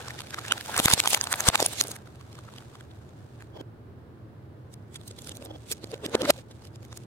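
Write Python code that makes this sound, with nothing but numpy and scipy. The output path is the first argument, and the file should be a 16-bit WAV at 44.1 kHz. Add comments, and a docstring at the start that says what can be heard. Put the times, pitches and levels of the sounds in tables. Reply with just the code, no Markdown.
"""Plastic crunches and snaps in reverse over a low idle: every hit swells out of its scatter and stops dead.
It is a car tyre rolling over thin plastic cups of water balloons on wet gravel, all running backwards.
Stones grind and click under the tread, cup walls crease and buckle, a balloon thumps and squirts.
The car creeps away, and a last cup scrapes and knocks hollowly on the stones as it rights itself."""
import sys
import numpy as np
from scipy import signal
from scipy.fft import rfft, irfft, next_fast_len
from scipy.io import wavfile

SR = 44100
rng = np.random.default_rng(int(sys.argv[2]) if len(sys.argv) > 2 else 0)


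def put_to_file(sound):
    """Save the sound as 16-bit audio at rate SR, in the file named by the first command-line argument."""
    columns = np.atleast_2d(sound).T  # one column per channel
    safe = np.clip(columns, -1, 1)
    whole_steps = np.round(safe * 32767)
    wavfile.write(sys.argv[1], SR, whole_steps.astype(np.int16))


N = 311331
TIME = np.arange(N) / SR
PORT_LAG_S, DRAG_STOP_S = .00012, .0051

# the tyre on wet gravel, until it comes to rest: t/s, grind/dB, crackle/dB
TYRE_ROLL = [(0, -46, -48.5), (0.27, -53, -56.5), (0.55, -44.5, -46), (0.64, -52, -49), (0.73, -42, -41.5),
             (0.96, -48.5, -45.5), (1.25, -46.5, -48.5), (1.44, -41.5, -43.5), (1.54, -61, -52),
             (1.7, -49.5, -45.5), (1.94, -52, -54), (2, -58.5, -66), (2.62, -58.5, -60.5),
             (2.9, -60.5, -68), (3.45, -64.5, -68.5), (3.66, -67.5, -90)]
# a cup drags harder and harder until it catches: end/s, hollow/dB, crackle/dB
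CUP_DRAGS = [(1.7, -49, -48.5), (1.93, -43.5, -47), (5.301, -62, -55), (5.461, -49.5, -60.5),
             (5.78, -67, -55), (5.965, -61.5, -62), (6.3, -35, -56.5), (6.412, -54.5, -50),
             (6.68, -67.5, -61), (7.043, -63, -57)]


def from_db(db):
    """Decibels to gain."""
    return 10 ** (np.asarray(db) / 20)


def joined_db(db, gain):
    """Level of two unrelated sounds together, one in dB and one as a gain."""
    return 20 * np.log10(np.hypot(from_db(db), gain))


def rms_one(x):
    """Scale to unit rms."""
    return x / np.sqrt(np.mean(x ** 2) + 1e-20)


def in_time(rows):
    """Each column of an automation curve, at every sample."""
    times, *columns = np.transpose(rows)
    return [np.interp(TIME, times, column) for column in columns]


def at_hz(points, hz):
    """Read an EQ curve in dB on a log-frequency axis."""
    f, db = np.transpose(points)
    return np.interp(np.log(hz + 1), np.log(f), db)


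def colour(x, gain):
    """Filter by a gain that is a function of frequency; unit rms."""
    size = next_fast_len(x.shape[-1], True)
    hz = np.arange(size // 2 + 1) * SR / size
    return rms_one(irfft(rfft(x, size) * gain(hz), size)[..., :x.shape[-1]])


def equalise(x, curve):
    """Shape by an EQ curve; unit rms."""
    return colour(x, lambda hz: from_db(at_hz(curve, hz)))


def pan(db):
    """Stereo gains, db being left minus right."""
    return from_db([[db / 2], [-db / 2]])


def ports(x, lag_s=PORT_LAG_S):
    """Direct sound reaches the left microphone a little before the right."""
    delayed = np.clip(np.arange(len(x)) - round(lag_s * SR), 0, len(x) - 1)
    return np.array([x, x[delayed]])


def diffuse(size, apart_db):
    """Stereo noise, wider as apart_db lifts each side's own part over the common one."""
    white = rng.standard_normal((3, size))
    return rms_one(ports(white[0]) + from_db(apart_db) * white[1:])


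def swell(lead, rise_s, stop_s):
    """A reversed decay: slow growth as the time left (lead) runs out, then an abrupt stop."""
    return np.exp(-np.maximum(lead, 0) / rise_s + np.minimum(lead, 0) / stop_s)


def impulses(per_s, spread_db):
    """Randomly timed spikes, most small and a few large."""
    return (rng.random(N) < per_s / SR) * from_db(spread_db * np.minimum(rng.exponential(1, N), 3.5))


def bursts(per_s, spread_db, length_s):
    """Envelope of tiny fractures or slips, each swelling and stopping dead; unit rms."""
    decay = np.exp(-1 / (length_s * SR))
    energy = signal.lfilter([1], [1, -decay], impulses(per_s, spread_db) ** 2 + 1e-12)
    return rms_one(np.sqrt(energy[::-1]))


def grains(per_s, spread_db, low_hz, high_hz, cycles, pitches=16):
    """Random slips on stone, each a reversed tick at one of a set of pitches."""
    clicks = impulses(per_s, spread_db) * rng.choice([-1, 1], N)
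    dealt, ticks = rng.integers(0, pitches, N), np.zeros(N)
    for k, hz in enumerate(np.geomspace(low_hz, high_hz, pitches)):
        r, w = np.exp(-hz / (cycles * SR)), 2 * np.pi * hz / SR
        ring = signal.lfilter([1, 0, -1], [1, -2 * r * np.cos(w), r * r], clicks * (dealt == k) + 1e-18)
        ticks += ring * np.sqrt((1 - r) * w)
    return ports(rms_one(ticks[::-1]))


def wall_db(hz):
    """Lift given by the cup wall's resonances."""
    # wall modes: f/Hz, width/Hz, lift/dB
    modes = [(2800, 270, 1), (3570, 430, 3), (4240, 170, 0.5), (6660, 120, 6.5), (8360, 580, 4.5),
             (10060, 330, 3.5), (12100, 820, 1.5)]
    return sum(db / (1 + (2 * (hz - f) / width) ** 2) for f, width, db in modes)


def ripple_db(hz, step_hz=420, depth_db=3):
    """The close, irregular resonances of one crease, drawn afresh each time."""
    grid = np.arange(0, SR / 2, step_hz)
    return np.interp(hz, grid, rng.normal(0, depth_db, len(grid)))


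def hit(lead, crack_db, tilt_db, folds_hz, lift_db, ring_hz, cycles, ring_db, echo_db, scatter_db,
        edge_s, pan_db):
    """One reversed snap or knock: a crack, a short hollow ring, and their scatter off tyre and ground."""
    # tone of cracking plastic: f/Hz, level/dB
    plastic_eq = [(500, -10), (1200, -8), (2200, -2), (4000, 0.5), (8500, -5.5), (11000, -6), (13000, -11),
                  (16000, -20.5)]
    size = len(lead)
    lag_s = PORT_LAG_S * rng.uniform(0.65, 1.4)

    def crack_tone(hz):
        """Each fold adds its own resonances and tilt per octave to the wall's."""
        fold = sum(lift_db / (1 + ((hz / f - 1) / .07) ** 2) for f in folds_hz)
        tilt = tilt_db * np.log2(np.clip(hz, 2000, 11000) / 5000)
        return from_db(at_hz(plastic_eq, hz) + wall_db(hz) + fold + tilt + ripple_db(hz))

    def echo_tone(hz):
        """A band around the ring, with top and bottom rolled off."""
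        band = 1 / np.sqrt(1 + (cycles * (hz / ring_hz - ring_hz / (hz + 1))) ** 2)
        return band / (1 + (hz / 3500) ** 2) * hz ** 2 / (hz ** 2 + 150 ** 2)

    noise = [rng.standard_normal(size), diffuse(size, apart_db=12.5), diffuse(size, apart_db=17)]
    noise = colour(np.vstack(noise), crack_tone)
    crack = noise[0] * swell(lead, .00065 + edge_s / 2, edge_s)
    crack = ports(crack / np.sqrt(np.sum(crack ** 2) / ((0.0024 + edge_s) * SR)), lag_s)
    near = from_db(-12.5) * noise[1:3] * swell(lead, .003, 0.0006)
    scatter = from_db(scatter_db + 7) * noise[3:] * swell(lead, 0.014, 0.000386)
    # the air in the cup rings, heavily damped; longer rings peak lower for the same energy
    ring = 3.4 * np.sqrt(ring_hz / 1000 / cycles) * np.sin(2 * np.pi * ring_hz * lead) * (lead > 0)
    ring *= np.exp(-np.abs(lead) * ring_hz / cycles)
    ring *= 1 - np.exp(-np.abs(lead) / (0.24 * edge_s))   # softens the stop
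    low_cut = signal.butter(2, ring_hz * 0.29, "high", fs=SR, output="sos")
    ring = ports(signal.sosfilt(low_cut, ring[::-1])[::-1], lag_s)
    echo = from_db(echo_db) * colour(diffuse(size, apart_db=-5), echo_tone) * swell(lead, 0.011, 0.0016)
    # only the short waves of the crack are beamed to one side
    return from_db(crack_db) * pan(pan_db) * (crack + near + scatter) + from_db(ring_db) * (ring + echo)


def place(hits, size=5400, tail=700):
    """Lay each row (t/s, then the settings of a hit) on the timeline."""
    track = np.zeros((2, N + 2 * size))
    lead = (size - tail - np.arange(size)) / SR
    for t, *settings in hits:
        start = round(t * SR) + tail
        track[:, start:start + size] += hit(lead, *settings)
    return track[:, size:size + N]


def waver(per_s=9, depth=.6):
    """A value that wanders around 1."""
    grid = np.arange(0, TIME[-1] + 1, 1 / per_s)
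    return np.interp(TIME, grid, rng.normal(1, depth, len(grid)))


def engine():
    """A muffled rumble with wavering harmonics that follow the firing rate, over a bed of open air."""
    # tones of the rumble and the air: f/Hz, level/dB
    rumble_eq = [(25, -47.5), (50, -29.5), (68, -9), (82, -6.5), (97, -0.5), (113, 3), (145, -4.5),
                 (180, -13.5), (205, -11), (270, -14.5), (320, -10), (600, -22.5), (1500, -59.5),
                 (4000, -69)]
    air_eq = [(400, 4.5), (1000, -1), (1500, -5.5), (2400, -15), (4200, -20), (6500, -28.5), (16000, -29)]
    # loudness of the idle: t/s, level/dB
    idle = [(0, -47), (1.1, -48.5), (3.0, -48), (4.4, -46.5), (6.5, -49.3), (6.9, -45.5)]
    # firing rate as the car creeps: t/s, f/Hz
    firing = [(0, 41), (1.3, 41), (2.55, 41.1), (3.0, 38.5), (3.5, 38), (3.9, 42.5), (4.2, 43.3),
              (4.55, 41.7), (5.0, 40.4), (5.3, 39.3), (5.6, 36.5), (7.05, 40)]
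    # firing harmonics: multiple, level/dB re rumble
    orders = [(2, -10.5), (3, -10.5), (4, -18), (5, -16), (6, -18)]
    rumble = equalise(diffuse(N, apart_db=-12.5), rumble_eq)
    phase = 2 * np.pi * np.cumsum(in_time(firing)[0]) / SR
    hum = sum(from_db(db) * rms_one(waver() * np.sin(k * phase + waver())) for k, db in orders)
    air = equalise(diffuse(N, apart_db=20), air_eq)
    return from_db(in_time(idle)[0]) * (rumble + hum) + from_db(-56) * air


def drag_gain():
    """Envelope of the cups' hollow dragging."""
    return sum(from_db(db) * swell(end - TIME, 0.18, DRAG_STOP_S) for end, db, _ in CUP_DRAGS)


def gravel():
    """Stones grind under the tread and dragging cups; wet grit and creased plastic crackle on top."""
    # tones of the stones and the grit: f/Hz, level/dB
    grind_eq = [(200, -19), (450, 1), (800, 2), (1100, -5), (1600, -1), (2400, -20.5), (4500, -30.5)]
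    grit_eq = [(1000, -18), (2200, 0.5), (4000, 0), (8500, -5.5), (11000, -10.5), (13000, -11),
               (16000, -26.5)]
    tyre_db, grit_db = in_time(TYRE_ROLL)
    grind_db = joined_db(tyre_db, from_db(-6.5) * drag_gain())
    crushing = bursts(per_s=100, spread_db=-1, length_s=0.0015)
    load = np.clip((grind_db + 56) / 16, 0, 1)   # stones only tick under a heavy load
    ticks = load * grains(per_s=330, spread_db=1.5, low_hz=700, high_hz=1950, cycles=0.98)
    stones = ticks + (1.1 * crushing + 1.3) * diffuse(N, apart_db=10.5)
    grit = crushing * diffuse(N, apart_db=10) + from_db(0.5) * diffuse(N, apart_db=11)
    strays = bursts(per_s=9, spread_db=1.5, length_s=0.00072) * diffuse(N, apart_db=0)
    grit = colour(grit + from_db(-14.5) * strays, lambda hz: from_db(at_hz(grit_eq, hz) + wall_db(hz)))
    return from_db(grind_db) * equalise(stones, grind_eq) + from_db(grit_db + 1) * grit


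def rubbing():
    """A rim rubs under the tyre or drags over stones, and the weighted cup answers hollowly."""
    # tone of the cup's body: f/Hz, level/dB
    hollow_eq = [(110, -20.5), (210, 5), (320, -3.5), (420, -4), (600, -5), (780, -15.5), (1200, -21.5),
                 (3000, -44.5)]
    slips = grains(per_s=420, spread_db=2.5, low_hz=234, high_hz=640, cycles=2)
    slips += from_db(-2.5) * diffuse(N, apart_db=-7)
    level_db = joined_db(in_time(TYRE_ROLL)[0] - 7.5, drag_gain())
    return from_db(level_db) * equalise(slips, hollow_eq)


def pinches(tilt_db=-2, facet_hz=3300, lift_db=1, cycles=2.6, echo_db=-7, scatter_db=-14,
            edge_s=0.00066, pan_db=-3):
    """Stones pinched by the tread click, each at its own pitch."""
    # stone clicks: t/s, crack/dB, ring/Hz, ring/dB
    clicks = [(0.0258, -45, 1500, -54), (0.0838, -35, 1140, -38), (0.107, -36.5, 1840, -34),
              (0.1914, -36, 1760, -38), (0.2062, -33.5, 1000, -38), (0.219, -40, 1270, -45),
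              (0.2388, -51, 1500, -59), (0.2712, -42.5, 1500, -52), (0.3077, -37.5, 1670, -46),
              (0.345, -31.5, 1550, -28), (0.3922, -35.5, 1500, -42), (0.4636, -38, 1500, -43),
              (0.5357, -41, 1800, -43), (0.58, -34, 1450, -37.5), (0.706, -39, 1200, -43),
              (0.713, -47, 1500, -52), (0.388, -37, 1280, -28), (0.4522, -42, 1690, -31.5),
              (0.483, -33, 1580, -52), (0.611, -33.5, 1670, -37), (0.661, -36, 1420, -41),
              (0.697, -48, 870, -27.5), (0.745, -50, 1500, -26), (2.075, -53, 1350, -48),
              (2.158, -53, 1290, -62), (2.2119, -50, 1130, -48), (2.25, -74, 1340, -55.5),
              (2.33, -48.5, 1400, -59), (2.354, -48.5, 1290, -53), (2.39, -47, 1190, -40.5),
              (2.4517, -57, 1080, -50), (2.4892, -69, 1340, -41.5), (2.539, -49, 990, -50.5),
              (2.5628, -48, 1160, -51), (2.585, -46, 3200, -40), (2.6157, -59, 1100, -54),
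              (2.625, -60, 1300, -49), (2.7307, -62, 1160, -54), (2.755, -48, 1120, -46),
              (2.8097, -48.5, 1570, -44.5), (2.915, -66, 3520, -50.5), (3.093, -57.5, 958, -62),
              (3.408, -56, 1610, -47), (3.424, -49.5, 1540, -44)]
    return place((t, db, tilt_db, (facet_hz,), lift_db, ring_hz, cycles, ring_db,
                  echo_db, scatter_db, edge_s, pan_db) for t, db, ring_hz, ring_db in clicks)


def spray():
    """Water squirts from a squeezed balloon; the droplets fizz high above the crunch."""
    # squirts: end/s, level/dB
    squirts = [(0.875, -43), (1.16, -40.5), (1.42, -46.5), (1.69, -43)]
    # tone of the droplets: f/Hz, level/dB
    fizz_eq = [(4000, -25), (9000, -5.5), (12500, -1), (14500, -2.5), (16000, -8)]
    flow = sum(from_db(db) * swell(end - TIME, rise_s=0.15, stop_s=.008) for end, db in squirts)
    drops = bursts(per_s=500, spread_db=2.5, length_s=0.0006) * diffuse(N, apart_db=4)
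    return flow * equalise(drops, fizz_eq)


def squeaks():
    """The rim sticks and slips: each slip rasps and rings the cup's modes, swelling to a dead stop."""
    # rim slips: end/s, level/dB
    slips = [(3.575, -44.5), (3.614, -42), (5.472, -50), (5.515, -44.5), (5.563, -44.5), (6.659, -64)]
    # modes of the whole cup: f/Hz, rise/s, level/dB
    modes = [(315, 0.044, -1.5), (530, 0.025, -5), (789, 0.016, -8), (1550, 0.013, -13.5),
             (3140, 0.018, -10), (3330, 0.013, -3), (4520, .02, -25)]
    # tone of the scrape: f/Hz, level/dB
    rasp_eq = [(200, -22), (400, 6), (750, 4), (1300, -11.5), (3000, -20.5), (5000, -17.5), (9000, -32)]
    kicks, chirps = np.zeros(N), np.zeros(N)
    for end, db in slips:
        kicks[round(end * SR)] = from_db(db)
    for hz, rise_s, db in modes:
        r, w = np.exp(-1 / (rise_s * SR)), 2 * np.pi * hz / SR
        ring = signal.lfilter([0, np.sin(w)], [1, -2 * r * np.cos(w), r * r], kicks[::-1] + 1e-18)[::-1]
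        # the rim's grip comes and goes
        flutter = 1 + .7 * colour(rng.standard_normal(N), lambda f: 1 / (1 + (f / 70) ** 4))
        chirps += from_db(db) * ring * flutter
    scrape = sum(from_db(db + 3) * swell(end - TIME, rise_s=0.018, stop_s=0.00074) for end, db in slips)
    return ports(chirps) + scrape * equalise(diffuse(N, apart_db=16), rasp_eq)


def creasing():
    """Crumpled and dragged plastic crackles with tiny creases, coloured by the cup wall."""
    # a wall crumples: end/s, level/dB
    crumples = [(0.942, -22.5), (1.0, -40.5), (1.115, -29.5), (1.152, -35.5), (1.48, -33), (1.665, -33),
                (1.811, -32.5)]
    # tone of the creases: f/Hz, level/dB
    crinkle_eq = [(1000, -20), (2200, 3), (4000, 2.5), (8500, -0.5), (11000, -6.5), (13000, -9.5),
                  (16000, -17.5)]
    crumpled = sum(from_db(db) * swell(end - TIME, 0.051, 0.0028) for end, db in crumples)
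    dragged = sum(from_db(db) * swell(end - TIME, 0.19, DRAG_STOP_S) for end, _, db in CUP_DRAGS)
    creases = bursts(per_s=280, spread_db=2.4, length_s=0.0008) * diffuse(N, apart_db=7.5)
    hiss = from_db(-4) * diffuse(N, apart_db=7)
    crackle = colour(creases + hiss, lambda hz: from_db(at_hz(crinkle_eq, hz) + wall_db(hz)))
    return from_db(-2) * (crumpled + dragged) * crackle * pan(-3)


def thumps():
    """A cup or balloon gives way: escaping air makes one swing of pressure, down and then up."""
    # puffs of air: t/s, peak/dB, half width/s
    puffs = [(0.8005, -13.5, 0.0002), (0.858, -16, 0.0008), (0.9374, -19.5, 0.00092),
             (1.4878, -15.5, 0.0012), (1.811, -26, 0.0003)]
    pressure = np.zeros(N)
    for t, db, width in puffs:
        u = (TIME - t) / width
        pressure += from_db(db) * u * np.exp(1 - np.minimum(np.abs(u), 50))
    return ports(pressure)


def pop(end_s=.5239, peak_lead_s=.0022):
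    """A flattened cup pops hollowly under the tread, its modes ringing for a few milliseconds."""
    # modes of the flattened cup: f/Hz, level/dB
    modes = [(480, -19.5), (1450, -12.5), (3050, -15.5), (3650, -20), (5300, -25), (6800, -22), (8450, -29),
             (10400, -26.5)]
    lead = np.maximum(end_s - TIME[:SR], 0)
    u = lead / peak_lead_s
    ring = sum(from_db(db) * np.cos(2 * np.pi * hz * (lead - peak_lead_s)) for hz, db in modes)
    ring *= (u * np.exp(1 - u)) ** 4
    return ports(np.pad(ring, (0, N - SR)), lag_s=.0001) * pan(-2.5)


def any_facet(low_hz=2900, high_hz=8430):
    """The resonance of a random spot on the cup, in Hz."""
    return low_hz * (high_hz / low_hz) ** rng.random()


def knocks(tilt_db=-0.5, dulling=0.45, lift_db=4.5, echo_db=-10, scatter_db=-14, pan_db=-3.5):
    """The last cup hits the stones: rim taps are bright, blows with the balloon's weight are dull."""
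    # taps and blows: t/s, crack/dB, ring/Hz, ring/dB, ring length/cycles, edge/s
    blows = [(3.612, -53.5, 801, -51, 2, 0.002), (4.741, -45, 401, -58, 1.75, 0.00088),
             (4.9455, -45.5, 895, -55, 1.8, 0.0003), (4.96, -39, 2190, -38, 2.4, 0.0048),
             (5.014, -50, 600, -52, 2, 0.00074), (5.036, -56, 600, -60, 2, 0.0004),
             (5.08, -40, 440, -57, 2, 0.0038), (5.112, -43.5, 466, -42, 1.2, 0.0015),
             (5.189, -42, 540, -43, 2, 0.0045), (5.221, -43, 500, -60, 2, 0.0006),
             (5.2464, -46, 600, -60, 2, 0.0005), (5.273, -37, 1430, -45, 2.8, 0.00039),
             (5.294, -34.5, 530, -41.5, 1.8, 0.00049), (5.319, -38.5, 394, -36.5, 2.3, 0.0026),
             (5.3537, -47, 600, -53, 2, 0.0005), (5.371, -39, 665, -52, 1.6, 0.00038),
             (5.425, -45, 553, -38.5, 3.2, 0.00086), (5.452, -40.5, 387, -76, 2, 0.0014),
             (5.46, -44.5, 700, -45, 1.8, 0.00043), (5.7162, -27, 397, -34, 1.8, 0.00095),
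             (5.723, -26.5, 364, -34.5, 2, 0.0054), (5.8434, -37.5, 347, -32.5, 1.2, 0.0003),
             (5.8732, -52, 500, -50, 1.5, 0.0006), (5.917, -41, 530, -39, 5.1, 0.00033),
             (5.9426, -37, 455, -25.5, 3.3, 0.0019), (5.9793, -54.5, 450, -51, 1.5, 0.0006),
             (6.0497, -38, 428, -24.5, 3.2, 0.0079), (6.0635, -27.5, 316, -24.5, 0.92, 0.00035),
             (6.091, -57, 385, -34, 2, 0.0018), (6.0963, -47, 600, -50, 1.5, 0.0005),
             (6.148, -47, 465, -30, 5.7, 0.002), (6.153, -22.5, 400, -11.5, 1.06, 0.0012),
             (6.2193, -26.5, 513, -20.5, 5.2, 0.00051), (6.235, -39, 330, -23, 1.4, 0.001),
             (6.2536, -30, 287, -22.5, 1.6, 0.0012), (6.258, -38, 1500, -24, 1.2, 0.002),
             (6.304, -15, 580, -9.5, 4.3, 0.0023), (6.305, -25, 291, -16.5, 2.5, 0.00094),
             (6.3069, -17.5, 1520, -20.5, 1.4, 0.00036), (6.345, -56, 900, -52, 1.5, 0.0006),
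             (6.3635, -48, 700, -46, 1.2, 0.0005), (6.391, -49, 540, -38, 6.3, 0.0036),
             (6.5128, -50.5, 533, -43, 2.7, 0.0061), (6.623, -55, 896, -51, 1.4, 0.00065),
             (6.6527, -47.5, 434, -47, 2, 0.00069), (6.6722, -51, 500, -55, 1.5, 0.0006),
             (6.759, -49, 368, -51.5, 2.3, 0.0015), (6.831, -52.5, 504, -47, 1.5, 0.0006),
             (6.851, -49, 520, -51, 2.7, 0.0015), (6.9287, -43, 1120, -40, 0.68, 0.0002),
             (6.975, -37.5, 1610, -49.5, 2.4, 0.00071)]
    return place((t, db, tilt_db - dulling * (ring_db - db), (any_facet(), any_facet()), lift_db,
                  ring_hz, cycles, ring_db, echo_db, scatter_db, edge_s, pan_db)
                 for t, db, ring_hz, ring_db, cycles, edge_s in blows)


def snaps(cycles=1.3, echo_db=4, openness=.45):
    """Cups buckle under the tyre; each fold has two resonances, and one that scatters little rings dry."""
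    # folds flipping: t/s, crack/dB, tilt/dB per octave, fold 1/Hz, fold 2/Hz, their lift/dB,
    # ring/Hz, ring/dB, scatter/dB, edge/s, left minus right/dB
    folds = [(0.512, -23.5, -9, 3390, 2900, 15, 1500, -30, -21, 0.0016, -5),
             (0.5229, -18.5, -2.5, 3010, 10400, 7.5, 520, -24.5, -28, 0.0006, -2),
             (0.7653, -24.5, 1, 3400, 9000, -5, 1680, -24, -22, 0.0007, 1),
             (0.779, -18, 5.5, 5900, 8400, -1, 1040, -23, -25, 0.00044, -2.5),
             (0.7915, -20, 0, 4600, 9930, -7, 1500, -16, -25, 0.0046, 1),
             (0.8004, -18, -0.5, 4040, 7260, 1, 359, -20, -33, 0.0003, 0),
             (0.8586, -11, 4, 3570, 10000, 2, 1100, -24, -12.5, 0.0004, -1.5),
             (0.8837, -17, -5, 4490, 10400, 6, 1460, -15.5, -28.5, 0.00026, 9),
             (0.9025, -23.5, 1, 3090, 8320, -2, 935, -32.5, -13, 0.001, 3),
             (0.9139, -20.5, -1, 4720, 10250, 7, 1100, -22, -15, 0.002, -0.5),
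             (0.9373, -8, 4, 4650, 9790, 4, 930, -20.5, -18, 0.00078, -2),
             (0.945, -25.5, 2.5, 4570, 9800, 12.5, 900, -43, -16.5, 0.0008, -0.5),
             (0.979, -28.5, -6, 3900, 8400, 7, 730, -29, -18.5, 0.0015, 1.5),
             (1.0026, -12.5, -0.8, 5330, 8430, 3.5, 1515, -29.5, -14.5, 0.0002, 0.5),
             (1.039, -29, -5, 3900, 7800, 3, 840, -30, -28.5, 0.001, -2.5),
             (1.0584, -25, -3, 4810, 10080, 8.5, 1070, -24, -17, 0.0012, -2.5),
             (1.0757, -13, -4.5, 3264, 9050, 13, 890, -20.5, -28.5, 0.000063, -3.5),
             (1.083, -26.5, 16, 4500, 9000, 9, 900, -46.5, -27.5, 0.0003, 0),
             (1.1062, -22.5, 13, 3400, 9500, 4, 900, -45, -11, 0.0006, -1),
             (1.133, -17, 1, 2810, 9680, 5, 780, -26, -16, 0.0003, -0.5),
             (1.1474, -12, 0.7, 5250, 6800, 3, 850, -28, -14, 0.00029, 3),
             (1.176, -32, 3, 4170, 8000, 9, 1040, -30, -6.5, 0.00065, -2.5),
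             (1.213, -17, 2.5, 5000, 6450, 15.5, 1700, -28, -30.5, 0.00018, -4),
             (1.241, -27, 6.5, 3370, 8400, 9, 1000, -34.5, -14.5, 0.00028, -6),
             (1.246, -37, 5.5, 4200, 9000, 4, 1000, -52, -18, 0.0004, -4),
             (1.272, -27, -3.5, 3740, 7600, -2.5, 1560, -34, -26.5, 0.00056, 0),
             (1.3283, -17.5, 6.5, 3900, 8600, 8, 1500, -22.5, -15.5, 0.00033, -4),
             (1.3403, -23.5, -7, 2870, 7000, -4, 1080, -24.5, -33, 0.00089, 0),
             (1.3584, -33, 11, 4200, 8340, 7, 1290, -56, -19, 0.00087, 0),
             (1.406, -20.5, 8, 4290, 6610, 7, 1600, -26, -15.5, 0.00059, -3),
             (1.472, -27, 2.5, 4000, 9000, 3.5, 1020, -25, -12, 0.002, 0.5),
             (1.488, -9, 1, 4430, 8450, 3.5, 1020, -15.5, -14.5, 0.00068, 2),
             (1.5016, -32.5, -5, 4510, 8500, 3.5, 760, -31.5, -5, 0.0004, -3),
             (1.547, -29.5, -6.5, 4430, 10610, 7, 1250, -20, -20, 0.0015, -0.5),
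             (1.5566, -12, -2.5, 4436, 7650, 7.5, 1000, -16.5, -18.5, 0.0003, -2),
             (1.578, -33.5, 2, 4400, 8500, 5, 1000, -44, -19.5, 0.0004, -4.5),
             (1.6034, -18.5, 3.5, 3640, 6710, 13.5, 800, -20, -19, 0.000492, -1),
             (1.6101, -30.5, 3.5, 4400, 8200, 7.5, 700, -32.5, -22.5, 0.0004, -3.5),
             (1.628, -18.5, -1, 5030, 8150, 11.5, 553, -21, -14, 0.00023, -2.5),
             (1.6503, -33, 4, 5500, 9400, 1, 700, -33, -10, 0.0005, -4.5),
             (1.6626, -14.5, 4, 5460, 9100, 11, 675, -28.5, -22, 0.00095, -0.5),
             (1.735, -36, 4, 4200, 8500, 1, 800, -43, -4, 0.001, -5),
             (1.8121, -12.5, 1.5, 4176, 6460, 9, 1340, -31.5, -15.5, 0.000471, -3),
             (1.8232, -32, 6, 4500, 10500, 13, 1200, -59, -22, 0.0004, 5),
             (1.839, -32, 7.5, 4200, 8550, 9, 1300, -58.5, -18, 0.0007, -7),
             (1.8533, -51, 9, 4200, 8500, 6.5, 620, -41, -14, 0.00053, 6),
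             (1.8724, -39, 7, 4500, 9000, 7, 1200, -62, -29, 0.0004, -13),
             (1.883, -34.5, 10, 4460, 9000, -3, 1200, -58, -19, 0.00052, -4),
             (1.9163, -32, 5.5, 3900, 8500, -2, 1500, -43.5, -11, 0.0027, -0.5),
             (1.965, -43.5, 6, 4250, 8500, 3.5, 1500, -43.5, -5, 0.0009, -3)]
    return place((t, db, tilt_db, (f1, f2), lift_db, ring_hz, cycles, ring_db,
                  echo_db + openness * scatter_db, scatter_db, edge_s, pan_db)
                 for t, db, tilt_db, f1, f2, lift_db, ring_hz, ring_db, scatter_db, edge_s, pan_db
                 in folds)


def scene():
    """Cups, water, ground and engine, close up and in the open."""
    cups = snaps() + pop() + knocks() + creasing() + thumps()
    return cups + spray() + pinches() + gravel() + (rubbing() + squeaks() + engine()) * pan(-1.2)


def record(dry, port_hz=3900, width_hz=2000, lift_db=1, cutoff_hz=15900):
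    """The right microphone's port rings a little; the tallest peaks are rounded and the top is cut."""
    b, a = signal.iirpeak(port_hz, port_hz / width_hz, fs=SR)
    left, right = dry
    right = right + (from_db(lift_db) - 1) * signal.lfilter(b, a, right)
    rounded = 1.215 * np.tanh(np.array([left, right]) / 1.273)
    return signal.sosfilt(signal.ellip(10, .1, 80, cutoff_hz, fs=SR, output="sos"), rounded)


dry = scene()
out = record(dry)
put_to_file(out)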